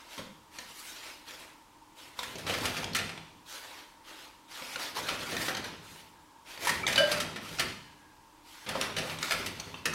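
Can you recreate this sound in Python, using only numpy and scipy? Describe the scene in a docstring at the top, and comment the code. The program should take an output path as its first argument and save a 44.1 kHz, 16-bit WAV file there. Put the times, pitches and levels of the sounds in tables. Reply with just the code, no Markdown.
"""Kitten and toilet roll

A kitten claws toilet paper off its roll in a small tiled bathroom, in mono: filtered noise slides and crinkles
as tissue. At each leap the roll spins and rumbles as lumpy low noise; it knocks, and claws tick on a glass
scale, as dying flurries of clicks. Cardboard and taut paper pop as single decaying sines. Near 7 s a metal
fitting is struck and rings as a sum of modes. Soft paw thuds, a brief faint whine, hiss and a whirr are noise."""
import sys
import numpy as np
from scipy import signal
from scipy.fft import rfft, irfft, next_fast_len
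from scipy.io import wavfile
from scipy.ndimage import uniform_filter1d

SR = 44100
rng = np.random.default_rng(int(sys.argv[2]) if len(sys.argv) > 2 else 0)


def dump(signal):
    """Clip the signal to [-1, 1] and save it as 16-bit WAV at the path in sys.argv[1]."""
    limited = np.clip(np.atleast_2d(signal).T, -1, 1)
    pcm = np.round(limited * 32767).astype(np.int16)
    wavfile.write(sys.argv[1], SR, pcm)


N = 438354
TIME, FREQ = np.arange(N) / SR, np.fft.rfftfreq(N, 1 / SR)
STEPS = TIME[::40]  # coarse time grid for slow controls, s

# The effort and fold of a gentle stroke, to which the others are compared
GENTLE_DB, FOLD_HZ = -48, 3000

# Spectrum of rubbed tissue: f/Hz, relative level/dB
TISSUE_SPECTRUM = [(150, -23), (250, -10), (319, -6.5), (493, -4.5), (607, -2), (686, -5), (775, -2),
                   (1220, 0), (1350, 1.5), (1580, -0.5), (2020, 0), (3840, -1.5), (12100, -2), (16000, -11)]
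BODY_DB, BODY_DB_PER_OCTAVE = -9.5, -8.5  # body against hiss: a tighter, higher fold sounds thinner


def paper(slide_db=-2, crinkle_db=-8, clump_db=3.0, flutter_db=1.27, unrest=0.078, crisp=0.21,
          snap_db=-7, feed_hiss_db=-7, feed_body_db=-7):
    """Friction noise: fibres slide with a fluttering hiss, crinkle and snap; the turning roll feeds a swish."""
    drag, octaves, fizziness = pull()
    feed = spin()
    rub = np.hypot(drag, amp(feed_hiss_db) * feed)
    effort_db = 20 * np.log10(rub) - GENTLE_DB

    # Harder rubbing flutters more and crinkles louder
    slide = rng.standard_normal(N)
    slide *= amp(np.maximum(flutter_db + unrest * effort_db, 0) * wander(per_s=60))
    crinkle = unit(crackle(per_s=3500, spread_db=2) * amp(clump_db * wander(per_s=130)))
    snaps = amp(snap_db) * crackle(per_s=70, spread_db=3.5)
    drive = slide + (crinkle + snaps) * amp(crinkle_db + crisp * effort_db)

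    patched = patches(drive, patchy_db=2.5, centre_hz=FOLD_HZ * 2 ** octaves, favour_db=2.5)
    body, hiss, fizz = registers(patched, TISSUE_SPECTRUM)
    drag_body = drag * amp(BODY_DB + BODY_DB_PER_OCTAVE * octaves)
    body *= np.hypot(drag_body, amp(feed_body_db) * feed)
    fizz *= drag * fizziness
    return amp(slide_db) * (body + rub * hiss + fizz)


# Paw strokes on the sheet, and at 7.846 s a faint swell of whirr: t/s, length/s, relative level at the start/dB,
# relative level at the end/dB, favoured f/Hz (for a stroke, of the rubbing fold), fizz level against the hiss/dB
STROKES = [(-0.1, 0.2, -51, -55, 2800, -12), (0.056, 0.1, -49.5, -46, 3900, -8),
           (0.492, 0.21, -48, -50.5, 4200, -8), (0.698, 0.18, -51, -46, 5800, -3.5),
           (0.866, 0.24, -49, -47, 3830, -8.5), (1.235, .08, -45.5, -43, 3380, -9.5),
           (1.34, .09, -49.5, -49.5, 2400, -8), (1.938, 0.22, -46.5, -57.5, 3000, -8),
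           (2.147, 0.29, -44, -53, 3200, -5), (2.448, 0.37, -39, -41.5, 2440, -9),
           (3.435, .13, -48, -43.5, 4300, -6.5), (3.58, .22, -48.5, -50, 2900, -9.5),
           (4.021, 0.22, -48, -50.5, 3200, -9.5), (4.459, 0.29, -47.5, -42, 3700, -8.5),
           (4.757, .1, -41, -37.5, 3280, -9), (4.935, 0.38, -37.5, -42.5, 2720, -9.5),
           (5.267, 0.2, -40.5, -37, 3500, -5.5), (5.516, .19, -44.5, -47.5, 2200, -14),
           (5.776, .21, -55, -51.5, 3600, -5.5), (6.435, 0.16, -45.5, -50.5, 2900, -9),
           (6.582, 0.17, -39.5, -42.5, 2400, -5.5), (6.862, 0.32, -38.5, -40, 2300, -11),
           (7.378, 0.21, -48.5, -43.5, 3720, -8.5), (7.846, 0.17, -67, -71, 1400, -9),
           (8.423, 0.31, -52, -53, 3900, -7), (8.65, 0.2, -45, -39.5, 1900, -12),
           (8.976, 0.14, -49, -43.5, 2400, -8), (9.196, 0.32, -35.5, -50.5, 3300, -7.5),
           (9.512, 0.28, -49, -53.5, 2770, -10)]
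# A gentle stroke swells and settles at these rates; both double for every 10 dB of added effort
GENTLE_GRAB_S, GENTLE_SETTLE_DB_PER_S, HASTE_DOUBLING_DB = 0.079, 102, 10


def pull(rest_db=-70, rest_fizz_db=-7):
    """Power addition: drag never quite rests; the strongest row sets fold octaves above FOLD_HZ and fizz gain."""
    power = np.full(len(STEPS), amp(rest_db) ** 2)
    octaves = np.zeros(len(STEPS))
    fizz = power * amp(rest_fizz_db)
    for s, length, grab_db, end_db, hz, fizz_db in STROKES:
        haste = 2 ** (max(grab_db - GENTLE_DB, 0) / HASTE_DOUBLING_DB)
        level = amp(np.interp(STEPS, [s, s + length], [grab_db, end_db]))
        shape = swell(s, GENTLE_GRAB_S / haste, length, GENTLE_SETTLE_DB_PER_S * haste)
        stroke = (level * shape) ** 2
        power += stroke
        octaves += stroke * np.log2(hz / FOLD_HZ)
        fizz += stroke * amp(fizz_db)
    # Power-weighted means let the strongest row lead
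    return [per_sample(control) for control in (np.sqrt(power), octaves / power, fizz / power)]


# Spins of the roll: t/s, spin-up/s, driven time/s, relative level/dB, coasting loss/(dB/s)
SPINS = [(2.18, 0.35, .82, -43, 62), (4.8, 0.44, .75, -43.5, 43), (6.55, 0.15, .69, -42.5, 38),
         (7.58, .03, 0.049, -44, 200), (8.65, 0.055, .8, -46, 28), (9.85, 0.021, .1, -44, 50)]


def spin():
    """Rotational inertia: the roll speeds up, is driven by the paws, then coasts down exponentially."""
    turns = [amp(db) * swell(s, up_s, driven_s, coast) for s, up_s, driven_s, db, coast in SPINS]
    return per_sample(sum(turns))


# Spectrum of the rumbling roll: f/Hz, relative level/dB
ROLL_SPECTRUM = [(25, -33), (50, -14), (75, -7.5), (96, 2), (120, -4.5), (158, 4), (200, -2.5), (300, -6),
                 (450, -5.5), (900, -37), (3000, -69.5)]


def roll(level_db=-4, wobble_db=3.5, lump_db=2.5):
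    """Repeated impact: the cardboard core tumbles on its spindle and drums on the wall in uneven lumps."""
    bumps = crackle(per_s=450, spread_db=0.0) * amp(wobble_db * wander(per_s=25))
    rumble = unit(colour(bumps, amp(read(ROLL_SPECTRUM, FREQ))))
    return amp(level_db) * spin() * rumble * amp(lump_db * wander(per_s=20))


# Jolts of the roll in its holder: t/s, relative level/dB, brightness/dB, rattle t60/s
KNOCKS = [(0.178, -35, 1, 0.17), (2.231, -28, 1.5, 0.066), (2.3824, -33.5, 2, .12),
          (2.4653, -26.5, -2.5, 0.19), (2.4942, -25, -4, 0.12), (2.537, -24.5, -2, 0.14),
          (2.6534, -18, -1, .09), (2.7656, -28, 0, 0.18), (2.9475, -18.5, 4.5, 0.12),
          (2.9864, -25, -6, 0.098), (3.092, -28, -3.5, 0.053), (5.0852, -23, -3, 0.17),
          (5.3187, -28, -10.5, 0.12), (5.4809, -19, -3, 0.086), (5.5673, -24.5, 1.5, 0.063),
          (5.6421, -31.5, -1, 0.13), (6.648, -27, 5, 0.17), (6.6706, -23, 2, 0.14), (6.6928, -21, 6, 0.064),
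          (6.876, -20, 1.5, 0.14), (6.9254, -22.5, 1.5, .08), (6.977, -19.5, 1.5, 0.14),
          (7.115, -18, 2, 0.12), (7.201, -22, 3, .12), (7.3593, -29.5, -2.5, 0.11), (7.595, -18, 4, 0.11),
          (8.6627, -32.5, -7, 0.17), (8.689, -24.5, 4, 0.061), (8.752, -32.5, -14, .12),
          (8.8184, -24, -2, 0.14), (8.9646, -23, -2, 0.15), (8.9834, -27.5, 1, 0.11),
          (9.3078, -20, 0.5, .11), (9.32, -24.5, 5, 0.084), (9.4607, -24.5, 4, 0.094),
          (9.8548, -17.5, 2, 0.095)]
# Spectrum of the holder: f/Hz, relative level/dB
HOLDER_SPECTRUM = [(100, -19.5), (200, -5), (300, -10), (550, -2.5), (750, -5), (900, -10.5), (1350, 4.5),
                   (1520, -0.5), (1780, 4), (2400, 3), (3300, 1.5), (5700, -2), (7000, -7.5),
                   (11500, -10.5), (16000, -25)]


def knocks():
    """Rattling contact: each jolt of the roll in its holder dies away as a flurry of small impacts."""
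    rattle = bursts(KNOCKS, HOLDER_SPECTRUM, body_db=-12.5, treble_db=-9, rise_s=0.00091,
                    contacts_per_s=7000, spread_db=1.7, patchy_db=2.5)
    return amp(-7.0) * rattle


# Claws and paper snaps: t/s, relative level/dB, brightness/dB, t60/s
TICKS = [(0.586, -28.5, 2, 0.037), (2.1902, -23.5, 3, 0.041), (2.3555, -33, 0, 0.043),
         (2.8316, -26, 0, 0.018), (2.8426, -22, 3, 0.028), (2.9333, -34, 13, 0.029),
         (2.966, -20.5, 13, .028), (3.176, -33.5, 0, 0.036), (4.6217, -31, -8, 0.028),
         (4.7591, -21, -14.5, 0.018), (4.9698, -39, -6, 0.025), (5.3667, -21, 4, 0.028),
         (5.5488, -22, -1, .028), (6.576, -34, -2, .027), (6.8664, -16, 1, 0.028), (6.9584, -16, 2, 0.03),
         (7.5856, -25, -5, 0.069), (8.8121, -13.5, 7.5, 0.019), (9.0972, -27.5, -4, 0.04),
         (9.187, -28.5, 4, 0.028), (9.2279, -21, 7, .03), (9.5984, -23.5, 5, 0.034),
         (9.7419, -33.5, -13.5, 0.042), (9.9344, -25, 7, .035)]
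# Spectrum of a claw: f/Hz, relative level/dB
CLAW_SPECTRUM = [(120, -24), (400, -11), (900, 2), (2000, 2), (4000, 5.5), (6000, 0), (9000, -7.5),
                 (16000, -22)]


def ticks():
    """Hard contact: claws on the glass scale and snaps of paper make short flurries of dense clicks."""
    clicks = bursts(TICKS, CLAW_SPECTRUM, body_db=-17.5, treble_db=-14.5, rise_s=0.00047,
                    contacts_per_s=15000, spread_db=1.5, patchy_db=6.0)
    return amp(-4.0) * clicks


def bursts(rows, spectrum, body_db, treble_db, rise_s, contacts_per_s, spread_db, patchy_db):
    """Impact spectrum: each blow is a dying flurry of contacts; a bright one has less body and more treble."""
    clicks = crackle(contacts_per_s, spread_db)
    contacts = patches(clicks, patchy_db, centre_hz=np.full(N, 2000), favour_db=1.0)
    body, middle, treble = registers(contacts, spectrum)
    out = np.zeros(N)
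    for s, db, bright_db, t60 in rows:
        start = round(s * SR)
        span = slice(start, start + SR // 2)
        t = TIME[span] - TIME[span][0]
        # body_db and treble_db stand against the middle register
        flurry = amp(body_db - bright_db) * body[span] + middle[span]
        flurry += amp(treble_db + bright_db) * treble[span]
        decay = amp(db - 60 * t / max(t60, .004))
        add(out, s, flurry * decay * (1 - np.exp(-t / rise_s)))
    return out


# Hollow knocks that ring on one pitch: t/s, relative level/dB, f/Hz, t60/s
POPS = [(2.19, -31, 990, 0.035), (2.231, -37, 960, 0.035), (2.951, -29.5, 1386, 0.085),
        (4.758, -25, 1440, 0.02), (4.968, -23.5, 990, 0.02), (5.089, -32.5, 1350, 0.11),
        (5.324, -38, 730, 0.068), (5.508, -39, 770, 0.14), (6.671, -16.5, 960, 0.024),
        (6.695, -28, 1120, 0.044), (6.838, -30.5, 1300, .08), (8.751, -34, 1246, .05),
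        (8.753, -36, 620, 0.058), (9.311, -32, 1708, 0.12)]


def pops(level_db=1, rise_s=0.00042, sway_rad=0.36):
    """Damped resonance: cardboard and taut paper ring briefly, unsteady in pitch."""
    out, t = np.zeros(N), TIME[:SR // 4]
    sway = sway_rad * wander(per_s=250)
    for s, db, hz, t60 in POPS:
        phase = sway[round(s * SR):].take(np.arange(len(t)), mode="wrap")
        ring = np.sin(2 * np.pi * hz * t + phase)
        add(out, s, amp(db) * ring * ring_shape(t, t60, rise_s))
    return amp(level_db) * out


# Blows on the metal fitting: t/s, relative level/dB, most excited f/Hz, spread/octave
CLANKS = [(6.832, -16, 2330, .06), (6.959, -12, 4340, 0.054), (6.978, -16, 1806, 2.3)]
# Modes of the fitting as heard in the room: f/Hz, relative level/dB, t60/s, rise time constant/s
METAL_MODES = [(595, 1.5, 0.51, 0.045), (566, 0.5, 0.19, .03), (633, -1.5, 0.23, .03),
               (658, -7.5, 0.26, 0.0099), (1587, -6, 0.42, .001), (2310, -15, 0.13, .001),
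               (2980, -3, 0.23, .0005), (3000, -8, 0.058, .0005), (3030, -13, .14, 0.000464),
               (3540, -18.5, 0.3, .0005), (4510, -16, 0.26, .0005), (4748, -16, .33, .0005),
               (4829, -21, .33, .0005)]


def fitting(chatter_db=3.0):
    """Modal synthesis: a blow picks modes, low ones peak later, as heard in the room; the loose mount chatters."""
    out, t = np.zeros(N), TIME[:SR]
    chatter = amp(chatter_db * wander(per_s=140))
    for k, (hz, mode_db, t60, rise_s) in enumerate(METAL_MODES):
        ring = np.sin(2 * np.pi * hz * t) * ring_shape(t, t60, rise_s)
        ring *= chatter[k * SR // 2:][:SR]  # each mode starts half a second further into the chatter
        for s, db, centre_hz, spread in CLANKS:
            excitation = np.exp(-.5 * (np.log2(hz / centre_hz) / spread) ** 2)
            add(out, s, amp(db + mode_db) * excitation * ring)
    return out


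# Soft paw blows on the floor: t/s, relative level/dB, t60/s
THUDS = [(0.178, -36, 0.077), (0.191, -36, 0.083), (0.586, -47, 0.09), (2.186, -45, 0.2),
         (4.615, -44.5, 0.11), (4.757, -42, 0.092), (8.68, -39, 0.092), (8.752, -34, 0.13)]
# Spectrum of a paw blow: f/Hz, relative level/dB
PAW_SPECTRUM = [(50, -15), (130, -7.5), (200, 0), (270, 1), (370, -22), (520, 5), (720, -21), (1000, 3.5),
                (1500, -40), (5000, -50)]


def paws(rise_s=0.0019):
    """Damped impact: a padded blow is a dull puff of low noise with no ring."""
    push, t = np.zeros(N), TIME[:SR // 2]
    for s, db, t60 in THUDS:
        add(push, s, amp(db) * ring_shape(t, t60, rise_s))
    return push * unit(colour(rng.standard_normal(N), amp(read(PAW_SPECTRUM, FREQ))))


# A faint whine that comes and goes: t/s, length/s, level/dB
WHINES = [(6.1, .25, -72), (7.78, 0.36, -66.5)]


def whine(centre_hz=1634, half_width_hz=40, rise_s=.1, fade_db_per_s=90):
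    """Narrow-band resonance: noise around one pitch swells and fades."""
    swells = [amp(db) * swell(s, rise_s, length, fade_db_per_s) for s, length, db in WHINES]
    return per_sample(sum(swells)) * unit(colour(rng.standard_normal(N), resonance(centre_hz, half_width_hz)))


# Spectrum of the quiet hiss: f/Hz, relative level/dB
QUIET_SPECTRUM = [(15, -39), (25, -6.5), (229, -12.5), (301, -4.5), (373, -14), (575, -16.5), (775, -23),
                  (911, -1.5), (1230, -15.5), (1440, -17.5), (2220, -21), (7710, -25.5), (16000, -34.5)]
# Resonances of the steady whirr: f/Hz, half-width at half gain/Hz, level/dB
WHIRR = [(305, 19, -70.5), (907, 85, -67), (1030, 350, -73.5)]


def background(hiss_db=-59.5):
    """Stationary noise: a soft hiss, and a whirr of noise in a few narrow resonances."""
    hiss = unit(colour(rng.standard_normal(N), amp(read(QUIET_SPECTRUM, FREQ))))
    out = amp(hiss_db) * hiss
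    air = rng.standard_normal(N)
    for hz, half_width, db in WHIRR:
        out += amp(db) * unit(colour(air, resonance(hz, half_width)))
    return out


# Decay of the tiled room: f/Hz, t60/s
ROOM_T60 = [(150, 0.88), (400, 0.4), (1000, 0.52), (2800, 0.72), (7000, 0.73), (15000, 0.55)]
# Echo spectrum of the room: f/Hz, relative level/dB
ROOM_SPECTRUM = [(150, 9), (700, 4), (2000, 0.5), (6000, -4.5), (15000, -6)]


def room(x, wet_db):
    """Statistical reverberation: direct sound plus dense echoes off tile, each band dying at its own speed."""
    taps = rng.standard_normal(SR) * (rng.random(SR) < 4000 / SR)  # about 4000 echoes per second
    taps[:SR // 250] = 0  # no echo in the first 4 ms
    hz, t, z = signal.stft(taps, SR, nperseg=256)
    decay = amp(-60 * t / read(ROOM_T60, hz)[:, None])
    decay_rms = np.sqrt(np.mean(decay ** 2, axis=1, keepdims=True))
    decay *= amp(read(ROOM_SPECTRUM, hz))[:, None] / decay_rms
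    tail = signal.istft(z * decay, SR, nperseg=256)[1] / np.linalg.norm(taps)
    return x + amp(wet_db) * signal.oaconvolve(x, tail)[:N]


def patches(x, patchy_db, centre_hz, favour_db, width=0.65):
    """Time-varying filtering: brief random spectral patches under a broad hump (width in octaves)."""
    hz, t, z = signal.stft(x, SR, nperseg=512)
    grain = uniform_filter1d(rng.standard_normal(z.shape), size=4, axis=0)
    patch = unit(uniform_filter1d(grain, size=7, axis=1))
    octaves = np.log2((hz[:, None] + 1) / np.interp(t, TIME, centre_hz))
    hump = np.exp(-.5 * (octaves / width) ** 2)
    gain = amp(patchy_db * patch + favour_db * (hump - .5))
    return signal.istft(z * gain, SR, nperseg=512)[1][:N]


# Crossovers between body, middle and treble: f/Hz
SPLIT_HZ = (900, 5500)


def registers(x, spectrum):
    """Band splitting: body, middle and treble of a coloured sound, each at rms 1."""
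    low, high = (1 / (1 + (FREQ / hz) ** 6) for hz in SPLIT_HZ)
    shares = (low, high - low, 1 - high)
    return [unit(colour(x, amp(read(spectrum, FREQ)) * share)) for share in shares]


def crackle(per_s, spread_db):
    """Random impulse process: clicks at chance moments, mostly small and a few large, at rms 1."""
    size = amp(spread_db * np.minimum(rng.exponential(1, N), 4))
    return unit(size * rng.choice([-1, 1], N) * (rng.random(N) < per_s / SR))


def wander(per_s):
    """Random modulation: chance values per_s times a second, joined by lines, at rms 1."""
    knots = rng.standard_normal(8000)
    return unit(np.interp(TIME * per_s, np.arange(len(knots)), knots))


def swell(s, rise_s, length, fade_db_per_s):
    """Envelope on STEPS: a smooth rise from time s, with an exponential fade once its length is over."""
    t = STEPS - s
    rise = np.sin(np.pi / 2 * np.clip(t / rise_s, 0, 1)) ** 2
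    return rise * amp(-fade_db_per_s * np.maximum(t - length, 0))


def ring_shape(t, t60, rise_s):
    """Exponential damping: a 60 dB decay in t60 seconds behind an onset of time constant rise_s."""
    return np.exp(-np.log(1000) * t / t60) * (1 - np.exp(-t / rise_s))


def resonance(hz, half_width):
    """Resonance curve: gain on FREQ that halves at half_width from its centre."""
    return 1 / (1 + ((FREQ - hz) / half_width) ** 2)


def colour(x, gain):
    """Linear filtering: multiplies the spectrum of x by a gain given on FREQ."""
    size = next_fast_len(N, True)
    size_gain = np.interp(np.fft.rfftfreq(size, 1 / SR), FREQ, gain)
    return irfft(rfft(x, size) * size_gain, size)[:N]


def read(points, hz):
    """Logarithmic pitch scale: interpolates a table along log frequency."""
    f, value = np.transpose(points)
    return np.interp(np.log(hz + 1), np.log(f + 1), value)


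def per_sample(control):
    """Linear interpolation: joins a slow control given on STEPS."""
    return np.interp(TIME, STEPS, control)


def amp(db):
    """Level law: decibels to amplitude gain."""
    return 10 ** (np.asarray(db) / 20)


def unit(x):
    """Root-mean-square normalisation to 1."""
    return x / np.sqrt(np.mean(x ** 2) + 1e-20)


def add(mix, s, sound):
    """Superposition: adds a sound into the mix at time s."""
    part = mix[max(round(s * SR), 0):][:len(sound)]
    part += sound[:len(part)]


def scene():
    """Superposition of all sources, most of them in the tiled room, the same in both channels."""
    knocking, ticking = knocks(), ticks()
    mono = room(paper(), wet_db=-8)
    mono += room(roll() + paws(), wet_db=-6)
    mono += room(knocking, wet_db=-1.5)
    mono += room(ticking, wet_db=-1.5)
    mono += room(pops(), wet_db=-6.0)
    mono += room(fitting(), wet_db=-17.0)
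    mono += background()
    mono += whine()
    return np.array([mono, mono])


def record(dry, edge_hz=15900):
    """Band limiting: a steep linear-phase low-pass at the edge of the camera's band."""
    lowpass = signal.firwin(511, edge_hz, window=("kaiser", 9), fs=SR)
    return signal.oaconvolve(dry, lowpass[None], "same", axes=1)


dry = scene()
out = record(dry)
dump(out)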